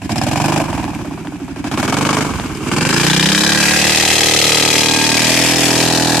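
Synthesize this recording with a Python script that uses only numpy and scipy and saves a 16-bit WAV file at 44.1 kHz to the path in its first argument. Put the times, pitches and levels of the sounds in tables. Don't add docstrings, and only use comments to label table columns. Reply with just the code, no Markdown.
import sys
import numpy as np
from scipy import signal
from scipy.fft import rfft, irfft, next_fast_len
from scipy.io import wavfile
from scipy.ndimage import uniform_filter1d

SR = 44100
rng = np.random.default_rng(int(sys.argv[2]) if len(sys.argv) > 2 else 0)


def wav_record(signal):
    frames = np.transpose(np.atleast_2d(signal))
    bounded = np.clip(frames, -1, 1)
    quanta = np.round(bounded * 32767).astype(np.int16)
    wavfile.write(sys.argv[1], SR, quanta)


def amplitude_ratio(level_db):
    exponent = np.asarray(level_db, float) / 20
    return 10 ** exponent


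N = 273420
TIME = np.arange(N) / SR
SIZE = next_fast_len(N + SR // 2)
HZ = np.arange(SIZE // 2 + 1) * SR / SIZE + 1e-3

ASPECT_S = [
    .3,
    .9,
    2.0,
    2.8,
    3.2,
    3.75,
    4.4,
    5.0,
    5.5,
    6.05,
]
# clean orders, bark, rasp, hiss and wash, all in dB.
CARRY = [(-16, -14.5, -27, -26.5, -33), (-15.5, -13.5, -26, -29.5, -31), (-16.5, -15.5, -24, -27, -32),
         (-14.5, -13, -17.5, -21.5, -27.5), (-15, -20.5, -17.5, -19, -23), (-21, -19, -17.5, -18.5, -18.5),
         (-21, -21.5, -18.5, -15.5, -18), (-19.5, -18, -19, -18.5, -17.5),
         (-17.5, -21, -22.5, -19.5, -16.5), (-16.5, -17, -22.5, -21, -21)]
# drum in dB, pipe in dB, frame in dB, bark roughness (0-1),
# left-right balance in dB.
KNOCK = [(-41, -23.5, -35, 0.64, 0), (-31.5, -23.5, -40.5, 0.66, 0.5), (-39.5, -25, -41.5, 0.76, 2.5),
         (-44, -23.5, -46, 0.34, 0), (-36, -27, -41, 0.7, 1), (-38, -28.5, -26.5, 0.15, -3.5),
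         (-28.5, -27, -27.5, 0.06, -3), (-30.5, -26.5, -31, 0.13, -0.5), (-39, -48, -31, 0.2, -1),
         (-36, -44, -36, 0.14, -2.5)]
# pitch in Hz, width in Hz, level in dB.
ON_BANK = [(810, 350, 17), (970, 150, 0), (1530, 320, 10.5), (2400, 250, 14), (2780, 83, -25),
           (4860, 110, 11), (7080, 100, -39)]
# pitch in Hz, level in dB per Hz.
JET_COLOUR = [(240, 18), (400, 5.5), (867, 6.5), (1090, 9), (1590, 2.5), (2190, -3), (2510, -1.5),
              (8060, 1), (12700, -17), (14300, -13), (15000, -49)]
EVEN_DB = 1.2


def in_time(rows):
    s, *columns = np.transpose(rows)
    return [np.interp(TIME, s, column) for column in columns]


def by_aspect(rows):
    return in_time(np.column_stack([ASPECT_S, rows]))


def aspect_shares():
    return [np.interp(TIME, ASPECT_S, row) for row in np.eye(len(ASPECT_S))]


def at_hz(points, hz=HZ):
    given_hz, value = np.array(points).T
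    return np.interp(np.log(hz), np.log(given_hz), value)


def through(x, response):
    return irfft(rfft(x, SIZE) * response, SIZE)[..., :N]


def modes(rows, turn=-1, hz=HZ):
    return sum(turn ** k * amplitude_ratio(db) * 1j * hz * width / (at ** 2 - hz ** 2 + 1j * hz * width)
               for k, (at, width, db) in enumerate(rows))


def band(x, low_hz, high_hz, order=2):
    return signal.sosfilt(signal.butter(order, [low_hz, high_hz], "band", fs=SR, output="sos"), x)


def evened(x, level_db):
    power = uniform_filter1d(uniform_filter1d(np.atleast_2d(x)[0] ** 2, SR // 9), SR // 9)
    return x * amplitude_ratio(level_db) / np.sqrt(power + 1e-12)


def per_cycle(number, spread_db):
    return amplitude_ratio(spread_db * rng.standard_normal(number[-1] + 1))[number]


def burst(since, rate, rise_s, fall_s):
    s = np.maximum(since, 0) / rate
    return (1 - np.exp(-s / rise_s)) * np.exp(-s / fall_s)


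def gritty(shape, grit_db, grain):
    jumps = np.repeat(rng.standard_normal(N // grain + 1), grain)[:N]
    return rng.standard_normal(shape) * amplitude_ratio(grit_db * jumps)


def opening():
    # time in seconds, opening (0-1).
    throttle = [(0, 0.76), (.09, 0.89), (.61, 0.86), (.66, 0.67), (1.4, 0.43), (1.62, 0.85), (1.75, 0.96),
                (2.22, 0.91), (2.27, 0.4), (2.66, 0.2), (2.715, 0.89), (6.2, 1)]
    return np.clip(in_time(throttle)[0], 0, 1)


def driven(full_db, layer):
    # time in seconds, level in dB.
    effort = [(0, -38.5), (.12, -23), (.45, -17.5), (.6, -17.5), (.66, -26), (.76, -23), (.95, -30.5),
              (1.4, -37.5), (1.52, -36.5), (1.62, -32), (1.78, -21.5), (2.05, -17), (2.21, -18),
              (2.27, -23), (2.6, -32.5), (2.73, -22), (3.1, -17), (6.2, -17)]
    follows = dict(clean=0.81, drum=0.26, pipe=0.15, bark=1, rasp=0.73, hiss=0.93, wash=0.81)
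    shut_db = dict(clean=-3, drum=12, pipe=-4, bark=-3.5, rasp=-12.5, hiss=-12.5, wash=9.5)
    below_full_db = in_time(effort)[0] + 17
    return full_db + follows[layer] * below_full_db + shut_db[layer] * (1 - opening())


def crank():
    # time in seconds, firings per second.
    speed = [(0.0, 11.35), (0.13, 15.71), (0.3, 21.66), (0.45, 24.92), (0.61, 25.8), (0.72, 20.84),
             (0.95, 18.07), (1.22, 13.83), (1.5, 12.18), (1.64, 12.28), (1.8, 18.7), (1.95, 23.05),
             (2.08, 25.58), (2.22, 25.34), (2.35, 20.52), (2.52, 17.22), (2.68, 18.25), (2.82, 23.53),
             (2.96, 28.7), (3.25, 32.53), (3.588, 37.02), (4.05, 38.6), (4.557, 38.17), (5.138, 38.9),
             (5.365, 41.75), (5.665, 40.94), (6.2, 40.92)]
    flywheel_s, first_cycle = 0.05, -0.1987
    push_cycle, push_latest_s = 0.41, 0.043
    rate = uniform_filter1d(in_time(speed)[0], round(flywheel_s * SR), mode="nearest")
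    delay_s = np.interp(TIME, [2.8, 3.2], [0, 0.35 / 343])
    turned = np.cumsum(rate) / SR + first_cycle + 1 - rate * delay_s
    return turned % 1, np.minimum(push_cycle, push_latest_s * rate), rate, turned.astype(int)


def aspects(x, valley_db):
    # pitch in Hz, width in Hz, level in dB.
    revving = [(740, 170, 19), (980, 73, 13), (1660, 370, 15), (2300, 270, 15.5), (2780, 46, 14),
               (3880, 100, -11), (5040, 73, 10), (7160, 290, 6)]
    # pitch in Hz, width in Hz, level in dB.
    nosing_in = [(900, 64, -9), (1280, 580, 11.5), (2220, 84, 13.5), (3000, 170, 4), (3800, 40, -28),
                 (5100, 150, -35), (6100, 22, -19)]
    # pitch in Hz, width in Hz, level in dB.
    dropping = [(990, 130, -18), (1540, 120, 3), (2340, 94, 6), (2730, 150, 6.5), (4230, 60, -4),
                (4770, 180, 4), (6200, 46, -2), (7500, 57, 6)]
    # pitch in Hz, width in Hz, level in dB.
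    wading = [(865, 32, 9), (1680, 310, 9.5), (2380, 81, 8), (3140, 430, 7.5), (3800, 640, 5.5),
              (5040, 80, 12), (5930, 32, -14), (7380, 63, -16)]
    # pitch in Hz, width in Hz, level in dB.
    sinking = [(1647, 47, 8.5), (1924, 150, 9.5), (2560, 92, 7.5), (3320, 100, -5), (3840, 510, 1),
               (4640, 370, 7), (5240, 170, 3), (6100, 190, 0)]
    # pitch in Hz, width in Hz, level in dB.
    deep = [(822, 99, 19.5), (1250, 63, 14), (2010, 220, 9.3), (2590, 280, 4.7), (3210, 310, 10.7),
            (4000, 240, 12), (5080, 290, 4.5), (6100, 210, 2)]
    # pitch in Hz, width in Hz, level in dB.
    ploughing = [(883, 23, 16), (1624, 19, 14), (2480, 46, 12), (3300, 79, 6.7), (3960, 140, 5.5),
                 (4570, 330, 3), (5100, 140, 3.9), (5900, 130, 2)]
    # pitch in Hz, width in Hz, level in dB.
    churning = [(660, 57, 6.5), (415, 66, -3), (1660, 133, -5), (1910, 280, 11), (2510, 230, 4),
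                (3500, 780, 10), (4480, 130, 13.5), (5130, 110, 15), (6540, 230, -17)]
    # pitch in Hz, width in Hz, level in dB.
    leaving = [(664, 90, -7), (810, 130, 14.5), (1670, 170, 4), (2330, 140, 2), (3030, 110, -4),
               (4050, 970, 6), (6800, 110, -11)]
    # pitch in Hz, width in Hz, depth
    hollow = [(3570, 300, 0.2), (1910, 200, 0), (1880, 120, 0.1), (3500, 240, 0.1), (2750, 180, 0.5),
              (2160, 120, 0.4), (1480, 820, 0.34), (1460, 170, 0.72), (3530, 210, 0.5), (2140, 270, .95)]
    tables = [revving, ON_BANK, nosing_in, dropping, wading, sinking, deep, ploughing, churning, leaving]
    out = np.zeros_like(x)
    for share, table, (dip_hz, width, depth) in zip(aspect_shares(), tables, hollow):
        heard = np.flatnonzero(share)
        start, end = max(heard[0] - SR // 8, 0), heard[-1] + 1
        size = next_fast_len(end - start + SR // 4)
        hz = np.arange(size // 2 + 1) * SR / size + 1e-3
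        colour = modes(table, turn=0.9, hz=hz) + amplitude_ratio(valley_db + at_hz(JET_COLOUR, hz))
        colour = colour * (1 - np.clip(depth, 0, 1) * modes([(dip_hz, width, 0)], hz=hz))
        coloured = irfft(rfft(x[:, start:end], size) * colour, size)[:, :end - start]
        out[:, start:end] += np.sqrt(share[start:end]) * coloured
    return out


def wood(x):
    out = np.zeros_like(x)
    lags = (rng.uniform(0.015, 0.16, 14) * SR).astype(int)
    for k, lag in enumerate(lags):
        fade = amplitude_ratio(-60 * lag / SR / 0.5)
        out[k % 2, lag:] += (-1) ** (k // 2) * fade * x[0, :-lag]
    return band(out, 97, 3800, order=1)


def passing(pair):
    # time in seconds, length in seconds, pitch in Hz, width in Hz, gain (-1 cancels).
    narrow_bands = [(2.638, 0.057, 1800, 200, -0.48), (2.85, 0.19, 690, 90, -.7), (2.898, 0.16, 3600, 250, -0.69),
                    (3.22, 0.11, 2850, 100, 1.5), (3.27, 0.23, 90, 37, -.7), (3.43, 0.098, 2750, 130, -.9),
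                    (3.6, 0.23, 1620, 46, 0.87), (2.66, .2, 427, 82, 0.74), (4.55, 0.45, 514, 78, 0.46),
                    (3.57, 0.28, 2400, 90, 0.32), (3.595, 0.17, 1980, 90, 0.057), (3.3, 0.59, 630, 250, -.4),
                    (3.6, 0.34, 495, 93, 0.96), (5.7, 0.22, 430, 110, 0.63), (1.45, 0.44, 600, 270, 0.21),
                    (3.65, 0.094, 3600, 270, -1.4), (3.5, 0.17, 2100, 140, -1.1), (3.833, 0.33, 2600, 120, 0.29),
                    (4.634, 0.18, 1200, 170, 0.63), (4.88, 0.22, 2000, 300, 0.0037), (5.366, 0.098, 620, 50, 1.3),
                    (5.47, 0.23, 4000, 120, -.85), (5.55, .1, 4600, 150, -0.59), (5.68, .12, 4100, 220, -0.8),
                    (5.668, 0.073, 3800, 140, -0.99), (5.85, 0.21, 2040, 110, -.8),
                    (5.995, 0.091, 3250, 140, -.85), (6.08, 0.28, 2400, 120, -0.49),
                    (6.125, 0.061, 3200, 230, -0.52), (6.157, 0.081, 2950, 220, -0.44),
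                    (0.64, 0.38, 470, 110, -0.31), (.15, 0.1, 450, 79, -0.42), (0.56, .35, 3800, 500, -0.23)]
    out = pair.copy()
    for s, length, hz, width, gain in narrow_bands:
        start, end = max(round((s - length) * SR), 0), min(round((s + length) * SR), N)
        fade = np.clip(2 - 2 * abs(np.arange(start, end) / SR - s) / length, 0, 1)
        peak = signal.iirpeak(hz, hz / width, fs=SR)
        out[:, start:end] += max(gain, -1) * fade * signal.lfilter(*peak, out[:, start:end])
    return out


def splashes():
    knots = rng.standard_normal(200)
    return np.interp(TIME * 9 * 2, np.arange(200), knots)


def wash(level_db):
    # pitch in Hz, level in dB per Hz.
    wash_colour = [(240, -81), (400, 0.5), (880, -14.5), (2390, 4.5), (4330, -5.5), (7810, -3),
                   (12500, -13), (14300, -12), (15000, -76)]
    wet_share = [0.1, 0.12, 0.88, 0.23, 0.97, 0.58, 0.64, 0.65, .9, 0.27]
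    falls = rng.random((2, N)) < 1500 / SR
    drops = falls * amplitude_ratio(4.7 * np.minimum(rng.exponential(1, (2, N)), 4))
    spray = rng.standard_normal((2, N)) * (1 + 1.17 * uniform_filter1d(drops, 12) * 4.7)
    tilt = amplitude_ratio(at_hz(wash_colour) - at_hz(JET_COLOUR)) * (HZ > 300)
    sound = aspects(through(spray, tilt), valley_db=10.5)
    splash_db = 3.5 * splashes() * by_aspect(wet_share)[0]
    return evened(sound, level_db + splash_db)


def clinks(events, body):
    ticks = np.zeros(N)
    for s, peak_db in events:
        at = round(s * SR)
        ticks[at:at + 2] += amplitude_ratio(peak_db + 28) * np.array([1, -0.4])
    return through(ticks, modes(body, turn=1.0)) * [[1], [0.4]]


def loose_shield():
    # time in seconds, peak in dB.
    shield_clinks = [(0.0484, -30), (0.1191, -22), (0.181, -13), (0.2155, -18), (0.5691, -26), (2.549, -27),
                     (2.9402, -10), (2.9756, -13), (3.0654, -15)]
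    # pitch in Hz, width in Hz, level in dB.
    shield = [(5110, 54, 12.5), (5050, 120, 0), (2530, 110, -12)]
    return clinks(shield_clinks, shield)


def flung_stones():
    # time in seconds, peak in dB.
    stones = [
        (0.9494, -29),
        (2.8908, -15),
        (5.1771, -10),
        (5.3747, -12),
    ]
    # pitch in Hz, width in Hz, level in dB.
    guard = [(2300, 110, 20), (2540, 180, 9), (7000, 3000, -13)]
    return clinks(stones, guard)


def pops():
    # time in seconds, peak in dB.
    fuel_pops = [(0.729, -5), (0.755, -20), (0.792, -14), (0.842, -3.5), (0.861, -33), (1.272, -11),
                 (2.337, -5.5), (2.398, -2)]
    puffs = np.zeros(N)
    for s, peak_db in fuel_pops:
        at = round(s * SR)
        puffs[at:at + 200] += amplitude_ratio(peak_db - 6.5) * rng.standard_normal(200) * np.exp(-np.arange(200) / 28.0)
    return band(through(puffs, modes(ON_BANK, turn=0.65)), 400, 3600) * [[1], [0.3]]


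def zip_note(place, rate, number):
    # time in seconds, pitch in Hz, level in dB.
    notes_heard = [(0, 2620, -27.5), (.6, 2490, -16), (.7, 2530, -50), (1.7, 2400, -48), (2.1, 2880, -28),
                   (2.3, 2900, -42), (2.7, 2680, -34), (2.9, 2430, -30), (3.12, 3440, -12),
                   (3.26, 3750, -11.5), (3.47, 3960, -9), (3.6, 3950, -19), (3.9, 3500, -20),
                   (4.4, 3300, -18), (5.0, 3300, -27), (5.5, 3300, -26), (6.2, 4160, -22)]
    note_hz, note_db = in_time(notes_heard)
    since = place - 0.0025 * rate
    tone = np.sin(2 * np.pi * note_hz * per_cycle(number, 0.081) * since / rate)
    shape = burst(since, rate, 0.0012, 0.0021) * per_cycle(number, EVEN_DB)
    return amplitude_ratio(note_db + 8.0) * tone * shape * [[1], [0.5]]


def valve_zip(place, rate, number):
    s = place / rate
    start_hz, top_hz, climb_s = 1450 * per_cycle(number, 0.79), 3950 * per_cycle(number, 0.83), 0.0024
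    turns = top_hz * s - (top_hz - start_hz) * climb_s * (1 - np.exp(-s / climb_s))
    return np.sin(2 * np.pi * turns) * burst(place, rate, 0.000096, 0.0028)


def jet(place, push_at, rate, number):
    slap_share = [.4, .25, .25, .3, .15, .1, .1, .1, .1, .1]
    zip_share = [0.28, 0.41, 0.92, 0.93, 1.24, 1.13, 1.2, 1.25, 0.85, 0.44]
    rasp_db, hiss_db, wash_db = by_aspect(CARRY)[2:]
    throttle_open = opening()
    open_valve = np.clip((0.74 - place) / 0.2, 0.12, 1)
    strength = per_cycle(number, 0.47) * throttle_open
    crack = burst(place, rate, 0.0002, 0.004) * strength
    swell = burst(place - push_at, rate, 0.0042, 0.0044) * per_cycle(number, 1.9)
    slap_at = np.minimum(push_at, 0.024 * rate)
    slap = burst(place - slap_at, rate, 0.00066, 0.0081) * per_cycle(number, 2 * EVEN_DB)
    slap = slap * by_aspect(slap_share)[0]
    stream = burst(place, rate, 0.003, 0.077) * open_valve
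    noise = gritty((2, N), 1.7, grain=40)
    noise[1] = 1.5 * noise[1] + 0.21 * np.roll(noise[0], 9)
    zipper = valve_zip(place, rate, number) * strength * per_cycle(number, 0.54)
    drive = 0.86 * crack * np.sign(noise)
    drive = drive + (0.37 * swell + slap + 0.4 * stream) * noise
    drive = drive + 0.54 * (1 - throttle_open) * noise
    drive = drive + by_aspect(zip_share)[0] * zipper * [[1], [0.4]]
    gas = aspects(drive, valley_db=-5.0)
    rasp = evened(band(gas, 1414, 2910, order=3), driven(rasp_db, "rasp"))
    hiss = evened(band(gas, 3360, 13000, order=3), driven(hiss_db, "hiss"))
    return rasp + hiss + wash(driven(wash_db, "wash") - 4.0)


def snatch_db():
    # time in seconds, extra shake in dB.
    snatches = [
        (0.0, 3),
        (.75, 15.5),
        (1.52, 10),
        (2.35, 21.5),
    ]
    rise_s, fall_s = 0.27, 0.63
    return sum(db * np.interp(TIME, [at - rise_s, at, at + fall_s], [0, 1, 0]) for at, db in snatches)


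def ring_gain(rows, hz):
    return np.sqrt(sum(amplitude_ratio(2 * db) / (1 + (2 * (hz - at) / width) ** 2) ** 2 for at, width, db in rows))


def orders(place, rate, number, count=24):
    # pitch in Hz, width in Hz, level in dB.
    revving = [(100, 50, -33), (148, 53, -23.5), (203, 63, -28.5), (275, 36, -21.5), (326, 21, -26),
               (410, 34, -34.5), (610, 97, -47)]
    # pitch in Hz, width in Hz, level in dB.
    bank = [(113, 58, -30.5), (149, 61, -28), (216, 16, -26), (279, 66, -23), (372, 8.4, -29.5),
            (550, 71, -48)]
    # pitch in Hz, width in Hz, level in dB.
    nosing = [(99, 51, -34.5), (143.3, 26, -26), (197, 70, -29.5), (276, 47, -24), (367, 37, -39),
              (432, 22, -29.5), (530, 67, -39)]
    # pitch in Hz, width in Hz, level in dB.
    dropping = [(97, 54, -32.5), (154, 40, -23), (220, 61, -26), (306, 20, -23.5), (371, 17, -26.5),
                (503, 53, -35.5)]
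    # pitch in Hz, width in Hz, level in dB.
    wading = [(64, 25, -42), (126, 22, -54), (166, 38, -22.5), (288, 42, -28.5), (351, 23, -28),
              (483, 68, -37.5), (704, 200, -66)]
    # pitch in Hz, width in Hz, level in dB.
    sinking = [(90, 66, -35.5), (150, 45, -33.5), (204, 24, -17.5), (333.5, 20, -28), (504, 25, -37),
               (618, 22, -33), (745, 30, -35), (825, 54, -43)]
    # pitch in Hz, width in Hz, level in dB.
    deep = [(85.4, 62, -34), (155, 31, -33), (271, 27, -29), (378, 70, -26.5), (469, 81, -28),
            (568, 34, -30), (730, 32, -30), (804, 41, -25), (880, 31, -53)]
    # pitch in Hz, width in Hz, level in dB.
    ploughing = [(80, 49, -45), (158, 85, -27), (240, 30, -28), (266, 41, -19.5), (378, 45, -29),
                 (463, 34, -30), (570, 25, -35.5), (720, 41, -54), (870, 27, -43)]
    # pitch in Hz, width in Hz, level in dB.
    churning = [(82, 30, -56), (152, 87, -24), (288, 65, -20.5), (365, 140, -26.5), (502, 29, -31),
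                (524, 37, -35), (695, 40, -35.5), (781, 19, -27), (932, 32, -26.5)]
    drone_s = [.45, .8, 1.55, 2.0, 2.3, 2.8, 3.101, 3.7, 4.399, 5.0, 5.5]
    rides = [.5, 0, 0, .5, 0, .5, 1, 1, 0, 0, 0]
    drones = [revving, bank, bank, nosing, nosing, dropping, wading, sinking, deep, ploughing, churning]
    step = 256
    coarse = np.arange(0, N, step)
    at = place - 0.38 - 0.004 * rate
    at = at + uniform_filter1d(per_cycle(number, 0.02), 800)
    shares = [np.interp(coarse / SR, drone_s, row) for row in np.eye(len(drone_s))]
    speeds = [rate[round(s * SR)] ** ride * rate[::step] ** (1 - ride) for s, ride in zip(drone_s, rides)]
    on_land = np.interp(TIME, drone_s[5:7], [1, 0])
    out, late, lead = 0, 0, 0
    for k in range(1, count + 1):
        lead += 0.23 * np.exp(-((k - 9.1) / 1.6) ** 2)
        late += 0.17 * (k in (3, 5))
        late += 0.2 * np.cos(2 * np.pi * (k - 1) / 6) / (1 + (k / 16.7) ** 2)
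        sway = uniform_filter1d(per_cycle(number, 0.7 + 0.13 * k), 800)
        size = sum(share * ring_gain(rows, k * speed) for share, rows, speed in zip(shares, drones, speeds))
        size = size * abs(1 + 0.054 * np.exp(2j * np.pi * k * 0.493))
        wave = np.cos(2 * np.pi * (k * at - late + lead * on_land))
        out = out + np.interp(np.arange(N), coarse, size) * sway * wave
    return out


def header_knock(place, rate, number):
    # time in seconds, level in dB.
    header = [(0, -38), (.6, -34), (.75, -50), (1.0, -40), (1.3, -47), (1.6, -31.5), (1.8, -28), (2.2, -44),
              (2.35, -43), (2.6, -29), (2.8, -29), (3.0, -28), (3.3, -43), (6.2, -42)]
    # pitch in Hz, width in Hz, level in dB.
    header_rings = [(258, 55, 3), (415, 120, -3.5)]
    hit = burst(place - 0.00403 * rate, rate, 0.00072, 0.001) * per_cycle(number, 0.5)
    return evened(band(through(hit, modes(header_rings)), 210, 490), in_time(header)[0])


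def silencer(place, push_at, rate, number):
    # pitch in Hz, width in Hz, level in dB.
    drum_rings = [(125.3, 21.5, -0.5), (146.8, 18, 3.5), (187.2, 31, 4)]
    # pitch in Hz, width in Hz, level in dB.
    pipe_rings = [(234, 76, 3), (283.4, 61, 6), (339.8, 31.6, 1.5), (388, 11, -5.5)]
    # pitch in Hz, width in Hz, level in dB.
    frame_rings = [(42, 6.7, 4.9), (68, 41, 19.4), (98, 5.8, 17)]
    clean_db, bark_db = by_aspect(CARRY)[:2]
    drum_db, pipe_db, frame_db, rough, _ = by_aspect(KNOCK)
    rough = np.clip(rough, 0, 1)
    throttle_open = opening()
    shut = 1 - throttle_open

    crack = burst(place, rate, 0.0026, 0.0013) * per_cycle(number, 1.3)
    push = burst(place - push_at, rate, 0.00074, 0.0026) * per_cycle(number, 0.96)
    push = push * amplitude_ratio(6.5 - 4.1 * (2.5 - throttle_open))
    flow = burst(place, rate, 0.00053, 0.017) * per_cycle(number, EVEN_DB)
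    flow = flow + 0.75 * per_cycle(number, EVEN_DB) * burst(place - push_at, rate, 0.00033, 0.0041)
    flow = flow + 1.1 * throttle_open * burst(place, rate, 0.00014, 0.0021)
    flow = flow + 0.026 + 0.4 * shut

    knock = (crack - push) * (1 - 0.19 * throttle_open)
    pulses = knock + (0.13 + 0.69 * shut) * flow * rng.standard_normal(N)
    drum = evened(through(pulses, modes(drum_rings) ** 2), driven(drum_db, "drum"))
    pipe = evened(band(through(pulses, modes(pipe_rings)), 246, 516), driven(pipe_db, "pipe"))
    shake = evened(band(through(pulses, modes(frame_rings)), 46, 135), frame_db + snatch_db() - 5.5)

    smooth_bark = (1 - rough) * 6.7 * throttle_open * np.gradient(crack - 0.4 * push)
    rough_bark = rough * 0.16 * flow * np.tanh(gritty((2, N), 2.8, grain=60))
    bark = band(aspects(smooth_bark + rough_bark, valley_db=-3.5), 435, 1245)
    bark = evened(bark, driven(bark_db, "bark") - 3.5)

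    drone = evened(orders(place, rate, number), driven(clean_db, "clean"))
    boom = drum + pipe + header_knock(place, rate, number) + shake + drone
    return bark + boom * [[1], [0]] + [[0], [0.6]] * np.roll(boom, 220)


def scene():
    # pitch in Hz, likeness of left and right (0-1).
    likeness = [(60, 0.88), (150, 0.99), (380, 1), (940, 0.99), (2340, 0.64), (5860, 0.22), (14700, 0.24)]
    # pitch in Hz, left over right in dB.
    lean = [(60, -4), (130, -4.5), (290, -3), (630, -3.5), (1390, -2.5), (3050, 0.5), (6680, 8),
            (14700, -3.5)]
    engine = place, _, rate, number = crank()
    exhaust = silencer(*engine) + jet(*engine) + zip_note(place, rate, number) + pops()
    mid, side = exhaust + loose_shield() + flung_stones()
    alike = np.clip(at_hz(likeness), 0, 1)
    side = through(side, np.sqrt((1 - alike) / (1 + alike)))
    pair = np.array([mid + side, mid - side])
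    pair = through(pair, amplitude_ratio(at_hz(lean) * [[0.5], [-0.5]]))
    pan_db = by_aspect(KNOCK)[-1]
    pair = pair * amplitude_ratio(0.31 * (pan_db - pan_db.mean()) * [[0.5], [-0.5]])
    return passing(pair + amplitude_ratio(-12.5) * wood(np.array([mid, mid])))


def low_pass(x):
    return signal.sosfilt(signal.butter(12, 15260, fs=SR, output="sos"), x)


def record(dry):
    top = 0.99
    rounded = top * np.tanh(dry / top)
    cut = signal.sosfilt(signal.cheby2(10, 66, 15550, fs=SR, output="sos"), rounded)
    return low_pass(np.clip(cut, -1, 1))


dry = scene()
out = record(dry)
wav_record(out)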